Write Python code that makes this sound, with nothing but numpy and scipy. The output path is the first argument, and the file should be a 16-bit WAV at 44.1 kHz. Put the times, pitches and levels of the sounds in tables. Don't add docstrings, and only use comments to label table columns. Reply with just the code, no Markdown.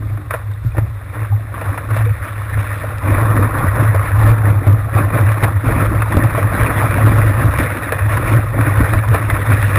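import sys
import numpy as np
from scipy import signal
from scipy.fft import rfft, irfft, next_fast_len
from scipy.io import wavfile
from scipy.ndimage import uniform_filter1d, map_coordinates

SR = 44100
rng = np.random.default_rng(int(sys.argv[2]) if len(sys.argv) > 2 else 0)


def wav_record(signal):
    frames = np.transpose(np.atleast_2d(signal))
    bounded = np.clip(frames, -1, 1)
    quanta = np.round(bounded * 32767).astype(np.int16)
    wavfile.write(sys.argv[1], SR, quanta)


N = 431298

# (time [s], boom level [dB], knock level against the boom column [dB])
HULL_BLOWS = [(0.648, -4.5, -17), (0.781, 1, -14), (4.139, 1, -35), (4.315, -1, -18), (4.5, 3.5, -20),
              (4.667, 0.5, -14), (4.736, -3, -11), (4.954, 1.5, -16), (5.14, -5.5, -9), (5.432, 2, -7.5),
              (6.146, -8, -4), (6.168, 3.5, -0.5), (6.239, -10, -15), (6.996, -14, -10), (7.093, -6, -4),
              (7.445, 1, -11), (8.591, -1.5, -9), (8.931, -3, -9), (9.293, -6, -7)]
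# (time [s], crack level [dB], heavy level against the crack column [dB])
WATER_SLAPS = [(0.172, -22.5, -13), (0.307, -8, -16), (0.338, -11, -3), (0.746, -29, 3), (0.768, -19, -6),
               (0.781, -13.5, -2.5), (1.541, -16, -22), (1.612, -18.5, -3), (1.776, -12.5, -13),
               (1.965, -17, -1), (2.572, -24, 0), (2.836, -20, 0), (3.218, -18, -12), (3.365, -12.5, -8),
               (3.424, -16, -15), (3.945, -14.5, 1), (4.465, -23, -8), (4.667, -16, 0), (5.317, -8.5, -18),
               (5.425, -13, -18), (5.443, -13, -5), (6.019, -6, -14), (6.121, -10, -13),
               (6.167, -9.5, -0.5), (6.237, -12, -12), (6.326, -18, -12), (6.377, -14.5, 1),
               (7.537, -12, -23), (7.921, -6, -6.5), (7.991, -9.5, -17), (8.171, -7.5, -20),
               (8.541, -17.5, -2), (8.609, -8, -16), (8.934, -7, -9), (9.035, -13.5, -11),
               (9.144, -6.5, -4), (9.3, -4.5, -19), (9.364, -7.5, -25), (9.626, -6, -27), (9.757, -6, -16)]
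# (time [s], level [dB], starting pitch [Hz])
AIR_POCKETS = [(0.177, -24, 300), (1.151, -25.5, 305), (1.322, -20, 800), (1.715, -22, 276),
               (2.065, -18, 477)]
# (time [s], level [dB], starting pitch [Hz])
DROP_PLINKS = [(0.5174, -37, 1950), (0.5364, -34.5, 3660), (0.7198, -33, 2450), (2.9794, -39, 2000),
               (3.681, -17, 1890), (6.203, -14, 1850), (6.223, -11, 1760), (9.2993, -9.5, 2050),
               (9.3104, -18, 1980)]
# (time [s], level [dB])
HARD_SNAPS = [(0.307, -35), (0.5157, -35), (2.983, -25), (3.2166, -32), (3.4244, -35), (3.679, -33),
              (4.1946, -30), (4.5002, -28), (4.6745, -31), (4.7277, -29), (4.9524, -28), (5.32, -27),
              (5.4425, -17), (5.8545, -30), (6.1083, -32), (6.168, -18), (6.2382, -24), (7.5749, -29),
              (7.923, -18.5), (8.1711, -24), (8.935, -23), (9.0855, -25), (9.1604, -30), (9.3015, -23),
              (9.618, -23), (9.756, -20)]

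# (frequency [Hz], level [dB])
RUMBLE_SPECTRUM = [(10, -45), (22, -15), (45, -5), (70, 2.5), (95, -2.5), (130, -2.5), (170, -28),
                   (300, -57)]
SLOSH_SPECTRUM = [(200, -19), (390, -10), (455, 0.5), (510, -0.5), (570, 3.5), (660, -0.5), (735, -7),
                  (800, -3), (900, -19.5), (1300, -43)]
FOAM_SPECTRUM = [(470, -27.5), (800, -6.5), (923, -3.5), (1070, 4), (1320, 2), (1600, -2), (1860, -0.5),
                 (2060, -7.5), (2430, -8.5), (2740, -19.5), (3160, -27), (3560, -21), (4500, -36),
                 (5420, -31.5), (6000, -30), (7800, -71), (13200, -120)]
# (frequency [Hz], level [dB])
SURF_SPECTRUM = [(150, 5.5), (600, 1.5), (1300, -6.5), (2000, 3), (3100, -14.5), (3600, -4.5), (4600, -21),
                 (6000, -14.5)]
LUMP_SPECTRUM = [(70, -34), (120, 9.5), (155, 2.5), (190, -2.5), (225, -3), (290, 1.5), (335, 0),
                 (400, -13), (600, -53)]
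SNAP_SPECTRUM = [(600, -21), (1800, 1), (2500, 4), (3100, -4), (3600, 5), (4600, -10), (5400, -7),
                 (6200, -13)]
# (frequency [Hz], width [Hz], level [dB])
CASE_MODES = [(2470, 350, 6), (3820, 310, 2), (3840, 200, -16), (5400, 420, -0.5)]

# (time [s], treble lift [dB])
FOAM_FINENESS = [(0, 0), (1.5, 1), (2.7, 4.5), (3.2, -2.5), (4.5, -1.5), (5.2, 0.5), (6.5, 1), (8, 2.5),
                 (9.1, 1), (9.6, 4)]
# (time [s], foam level [dB], solid level [dB])
STEADY_WASH = [(0, -41, -39), (0.6, -43.5, -50.5), (1.45, -39.5, -43.5), (1.7, -32.5, -38),
               (2.2, -35.5, -46.5), (2.7, -29, -40), (2.98, -31.5, -38.5), (3.3, -28, -34),
               (4.1, -24.5, -37), (4.55, -31, -30.5), (4.9, -30.5, -33.5), (5.3, -25, -27.5),
               (5.58, -30, -36.5), (6.3, -27, -34), (6.9, -23, -28.5), (7.75, -25, -31.5), (8.48, -29, -35),
               (9.78, -25, -32)]
# (start [s], length [s], foam level [dB], solid level [dB])
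WATER_SURGES = [(0.298, 0.045, -26.5, -40), (0.75, 0.028, -34.5, -25.5), (1.108, 0.15, -33, -38.5),
                (1.526, 0.2, -31, -41), (1.879, 0.12, -26, -33), (2.197, 0.076, -30, -43),
                (2.563, 0.04, -29.5, -36), (3.02, 0.44, -24, -24), (3.51, 0.15, -22.5, -27.5),
                (3.725, 0.13, -23.5, -27), (4.175, 0.13, -23.5, -23), (4.427, 0.053, -25, -22),
                (4.62, 0.097, -28.5, -26.5), (4.918, 0.091, -22, -22), (5.11, 0.072, -22.5, -21),
                (5.406, 0.033, -19, -18), (5.623, 0.23, -23, -24.5), (5.882, 0.082, -30, -26.5),
                (6.097, 0.15, -27, -21), (6.326, 0.11, -27, -25), (6.494, 0.19, -23.5, -26.5),
                (6.742, 0.12, -22.5, -28), (6.94, 0.24, -25.5, -21), (7.354, 0.092, -27, -21),
                (7.568, 0.047, -20.5, -23.5), (8.093, 0.21, -25, -33), (8.236, 0.15, -24.5, -24),
                (8.55, 0.27, -23.5, -25), (8.802, 0.15, -24.5, -25), (9.102, 0.057, -21.5, -24.5),
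                (9.285, 0.093, -28, -34), (9.472, 0.06, -22, -25), (9.736, 0.06, -20.5, -23)]
# (time [s], boom level [dB])
SMALL_CHOP = [(0, -27), (1.1, -28), (3, -23.5), (3.5, -25), (7.4, -18.5), (7.85, -26), (8.5, -23),
              (9.78, -16.5)]
# (start [s], length [s], boom level [dB])
ROUGH_DRUMMING = [(0, 0.15, -20.5), (0.415, 0.1, -23), (0.642, .03, -14.5), (0.796, .06, -15.5),
                  (1.195, 0.043, -17.5), (1.295, .06, -13.5), (1.656, 0.047, -15), (1.9, .22, -14.5),
                  (2.338, 0.064, -17.5), (2.545, 0.054, -13.5), (3.029, 0.435, -15), (3.624, 0.097, -12.5),
                  (3.777, .23, -13.5), (4.111, 0.254, -9), (4.378, 0.22, -11.5), (4.66, .1, -9.5),
                  (4.94, .14, -13.5), (5.13, 0.19, -11.5), (5.53, .06, -15.5), (5.65, .06, -18.5),
                  (5.802, 0.065, -13), (5.96, 0.034, -16.5), (6.214, .04, -13.5), (6.4, .06, -15),
                  (6.735, .1, -11), (6.984, 0.33, -12), (7.428, 0.047, -12), (7.993, 0.26, -14),
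                  (8.265, .13, -11.5), (8.58, .25, -13), (8.915, .11, -13), (9.062, .07, -10.5),
                  (9.466, .08, -10), (9.613, 0.2, -16)]
# (time [s], rumble level [dB])
STEADY_WIND = [(0, -35), (1.45, -35.5), (3, -32.5), (3.3, -26.5), (4.6, -28.5), (5.55, -33), (6.1, -28),
               (7.4, -25), (7.8, -36), (8.1, -23.5), (9.2, -34.5), (9.78, -27.5)]
# (start [s], length [s], rumble level [dB])
WIND_GUSTS = [(0.02, 0.12, -29), (0.617, 0.06, -23), (0.703, 0.19, -28), (1.862, 0.4, -30.5),
              (2.5, 0.095, -26.5), (3.063, 0.12, -23), (3.566, 0.15, -26), (4.134, 0.17, -20.5),
              (5.126, 0.08, -22), (5.41, 0.08, -24), (5.64, 0.13, -20), (5.81, 0.17, -23),
              (6.593, 0.035, -17), (7.0, 0.29, -25), (7.422, 0.07, -18), (7.538, 0.085, -21.5),
              (8.76, 0.068, -15.5), (8.9, 0.07, -20.5), (9.044, 0.11, -24), (9.27, 0.07, -20),
              (9.464, 0.16, -27)]

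BOARD_HZ = 104.25
SURGE_ATTACK_S, SURGE_T60_S = 0.034, 0.3
DRUM_ATTACK_S, DRUM_T60_S = 0.027, 0.16
GUST_ATTACK_S, GUST_T60_S = 0.035, 0.19
SLOSH_SOLID_SHARE, SLOSH_DB = .35, -3.5
HOLD_HZ, TOP_HZ = 12000, 15300


def amp(db):
    return 10 ** (np.asarray(db) / 20)


def unit(x):
    return x / np.sqrt(np.mean(x ** 2) + 1e-20)


def curves(rows):
    times, *columns = np.transpose(rows)
    return [np.interp(np.arange(N) / SR, times, column) for column in columns]


def wobble(rate):
    knots = rng.standard_normal(int(N * rate / SR) + 4)
    return map_coordinates(knots, [np.arange(N) * rate / SR])


def filtered(x, response):
    size = next_fast_len(N + SR // 2)
    return irfft(rfft(x, size) * response(np.fft.rfftfreq(size, 1 / SR)), size)[:N]


def coloured(x, spectrum, size=8192):
    hz, db = np.transpose(spectrum)
    log_hz = np.log(np.fft.rfftfreq(size, 1 / SR) + 1)
    gain = amp(np.interp(log_hz, np.log(hz + 1), db))
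    cepstrum = irfft(np.log(np.maximum(gain, 1e-6)))
    cepstrum[1:size // 2] *= 2
    cepstrum[size // 2 + 1:] = 0
    impulse_response = irfft(np.exp(rfft(cepstrum)))
    return signal.fftconvolve(x, impulse_response)[:len(x)]


def resonances(x, modes):
    def response(f):
        return sum(amp(db) * 1j * f * width / (centre ** 2 - f ** 2 + 1j * f * width)
                   for centre, width, db in modes)
    return filtered(x, response)


def steadied(x, span):
    power = uniform_filter1d(np.abs(signal.hilbert(x)) ** 2, int(span * SR))
    return unit(x / np.sqrt(np.abs(power) + 1e-12))


def patchy(x, depth_db):
    z = signal.stft(x, nperseg=512)[2]
    field = uniform_filter1d(rng.standard_normal(z.shape), size=5, axis=0)
    field = uniform_filter1d(field, size=5, axis=1)
    return signal.istft(z * amp(depth_db * unit(field)), nperseg=512)[1][:N]


def fade(t, t60):
    return np.exp(-np.log(1000) * t / t60)


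def patter(rate, spread_db):
    count = int(rate * N / SR)
    sizes = amp(spread_db * np.minimum(rng.standard_normal(count), 2.5))
    sizes = sizes * rng.choice([-1, 1], count)
    return unit(np.bincount(rng.integers(0, N, count), sizes, N))


def spurts(rate, t60, depth):
    count = int(rate * N / SR)
    sizes = np.minimum(rng.exponential(size=count), 3)
    kicks = np.bincount(rng.integers(0, N, count), sizes, N)
    drain = fade(np.arange(SR // 4) / SR, t60)
    return 1 + depth * signal.fftconvolve(kicks, drain)[:N]


def add(track, s, sound):
    start = min(max(round(s * SR), 0), N)
    track[start:start + len(sound)] += sound[:N - start]


def swells(floor, events, attack_s, t60):
    t = np.arange(N) / SR
    power = amp(curves(floor)) ** 2
    for s, length, *levels_db in events:
        age = t[:int((length + t60) * SR)]
        shape = np.minimum(age / attack_s, 1) * fade(np.maximum(age - length, 0), t60)
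        for track, db in zip(power, levels_db):
            add(track, s, (amp(db) * shape) ** 2)
    return 10 * np.log10(power)


def bubble(t, hz, cycles, rise):
    age = t * hz / cycles
    phase = 2 * np.pi * hz * t * (1 + rise * np.minimum(age, 2) / 2)
    return np.sin(phase) * amp(-60 * age) * (1 - np.exp(-t * hz))


def swarm(rate, centre_hz, octaves, cycles, size_db):
    count = int(rate * N / SR)
    out, t = np.zeros(N), np.arange(SR // 16) / SR
    for when, pitch, size in rng.uniform(-1, 1, (count, 3)):
        ring = bubble(t, centre_hz * 2 ** (octaves * pitch), cycles, rise=0.15)
        add(out, (when + 1) / 2 * N / SR, amp(size_db * size) * ring)
    return unit(out)


def flow():
    foam_db, solid_db = swells(STEADY_WASH, WATER_SURGES, SURGE_ATTACK_S, SURGE_T60_S)
    slosh_db = foam_db + SLOSH_SOLID_SHARE * (solid_db - foam_db) + SLOSH_DB
    return foam_db, solid_db, slosh_db


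def board(boom_db=-0.08, wander_hz=5.2, flutter_db=2.5, rock_db=1.04, t60=0.098, blow_db=-2):
    t = np.arange(SR // 2) / SR
    blows = np.zeros(N)
    for s, db, _ in HULL_BLOWS:
        onset = 1 - np.exp(-t / 0.0023)
        add(blows, s, amp(db + blow_db) * fade(t, t60) * onset)
    shake_db = swells(SMALL_CHOP, ROUGH_DRUMMING, DRUM_ATTACK_S, DRUM_T60_S)[0]
    swell_db = shake_db + boom_db + flutter_db * wobble(35) + rock_db * wobble(16)
    swell = np.sqrt(2) * amp(swell_db)
    pitch = BOARD_HZ + wander_hz * wobble(30)
    return np.hypot(swell, blows) * np.sin(2 * np.pi * np.cumsum(pitch) / SR)


def buffeting(solid_db, rumble_db=4, lumps_db=2.0, uneven_db=2.5):
    pressure_db = swells(STEADY_WIND, WIND_GUSTS, GUST_ATTACK_S, GUST_T60_S)[0]
    rumble = steadied(coloured(rng.standard_normal(N), RUMBLE_SPECTRUM), span=.06)
    bumps = spurts(rate=30, t60=0.097, depth=1.0) * patter(rate=700, spread_db=3)
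    lumps = steadied(coloured(bumps, LUMP_SPECTRUM), span=.06)
    lump_level = amp(solid_db + lumps_db + uneven_db * wobble(22))
    return amp(pressure_db + rumble_db) * rumble + lump_level * lumps


def white_water(slosh_db, foam_db, slosh_trim_db=-1.14, foam_trim_db=-0.17, churn_db=1.0):
    surge = spurts(rate=40, t60=.055, depth=.35) * amp(.9 * wobble(55))
    splats = surge * patter(rate=1500, spread_db=4.5)
    drops = surge * patter(rate=3500, spread_db=3)
    slosh = steadied(coloured(splats, SLOSH_SPECTRUM), span=.06)
    foam = steadied(patchy(coloured(drops, FOAM_SPECTRUM), depth_db=2.6), span=.06)
    fine = filtered(foam, lambda hz: hz ** 6 / (hz ** 6 + 1600. ** 6))
    lift_db = curves(FOAM_FINENESS)[0]
    foam = amp(lift_db) * fine + amp(-lift_db / 2) * (foam - fine)
    water = amp(slosh_db + slosh_trim_db) * slosh + amp(foam_db + foam_trim_db) * foam
    return amp(churn_db * wobble(24)) * water


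def bubbles(slosh_db, foam_db, small_db=-11.5, gurgle_db=-6):
    small = swarm(rate=130, centre_hz=1337, octaves=0.579, cycles=35, size_db=1.5)
    gurgle = swarm(rate=35, centre_hz=610, octaves=.5, cycles=24, size_db=8)
    return amp(foam_db + small_db) * small + amp(slosh_db + gurgle_db) * gurgle


def spray(foam_db, tick_db=-58, follow=0.72, surf_db=-44, surf_follow=0.15):
    ticks = patter(rate=160, spread_db=7)
    rise_db = foam_db - foam_db.mean()
    ticking = amp(tick_db + follow * rise_db) * unit(resonances(ticks, CASE_MODES))
    hiss = unit(coloured(rng.standard_normal(N), SURF_SPECTRUM))
    return ticking + amp(surf_db + surf_follow * rise_db) * hiss


def slaps(crack_db=-1, heavy_db=2, t60=0.049):
    out, t = np.zeros(N), np.arange(SR // 5) / SR
    strike = fade(t, t60) * (1 - np.exp(-t / .0003))
    for s, db, low_db in WATER_SLAPS:
        crack = coloured(rng.choice([-1, 1], len(t)) * strike, FOAM_SPECTRUM)
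        heavy = coloured(rng.choice([-1, 1], len(t)) * strike, SLOSH_SPECTRUM)
        add(out, s, amp(db + crack_db) * crack / np.abs(crack).max())
        add(out, s, amp(db + low_db + heavy_db) * heavy / np.abs(heavy).max())
    return out


def gulps(cycles=70, level_db=-3, plink_cycles=90, plink_db=-1):
    out, t = np.zeros(N), np.arange(SR // 5) / SR
    for s, db, hz in AIR_POCKETS:
        add(out, s, amp(db + level_db) * bubble(t, hz, cycles, rise=0.046))
    for s, db, hz in DROP_PLINKS:
        add(out, s, amp(db + plink_db) * bubble(t, hz, plink_cycles, rise=0.049))
    return out


def snaps(level_db=1, t60=0.014):
    out, t = np.zeros(N), np.arange(SR // 20) / SR
    for s, db in HARD_SNAPS:
        crack = coloured(rng.choice([-1, 1], len(t)) * fade(t, t60), SNAP_SPECTRUM)
        add(out, s, amp(db + level_db) * crack / np.abs(crack).max())
    return out


def knocks(knock_hz=295, t60=0.023):
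    out, t = np.zeros(N), np.arange(SR // 8) / SR
    for s, db, knock_db in HULL_BLOWS:
        add(out, s, amp(db + knock_db) * np.sin(2 * np.pi * knock_hz * t) * fade(t, t60))
    return out


def scene():
    foam_db, solid_db, slosh_db = flow()
    low = board() + buffeting(solid_db) + knocks()
    water = white_water(slosh_db, foam_db) + bubbles(slosh_db, foam_db) + spray(foam_db)
    contacts = slaps() + gulps() + snaps()
    return (low + water + contacts)[None]


def record(dry):
    clipped = np.clip(dry[0], -.71, .71)
    smooth = filtered(clipped, lambda hz: 1 / np.sqrt(1 + (hz / 5600) ** 30))
    slow = signal.resample_poly(smooth, HOLD_HZ, SR)
    held = np.repeat(slow, 4)
    held = signal.resample_poly(held, SR, 4 * HOLD_HZ)
    return filtered(held, lambda hz: hz < TOP_HZ)[None]


dry = scene()
out = record(dry)
wav_record(out)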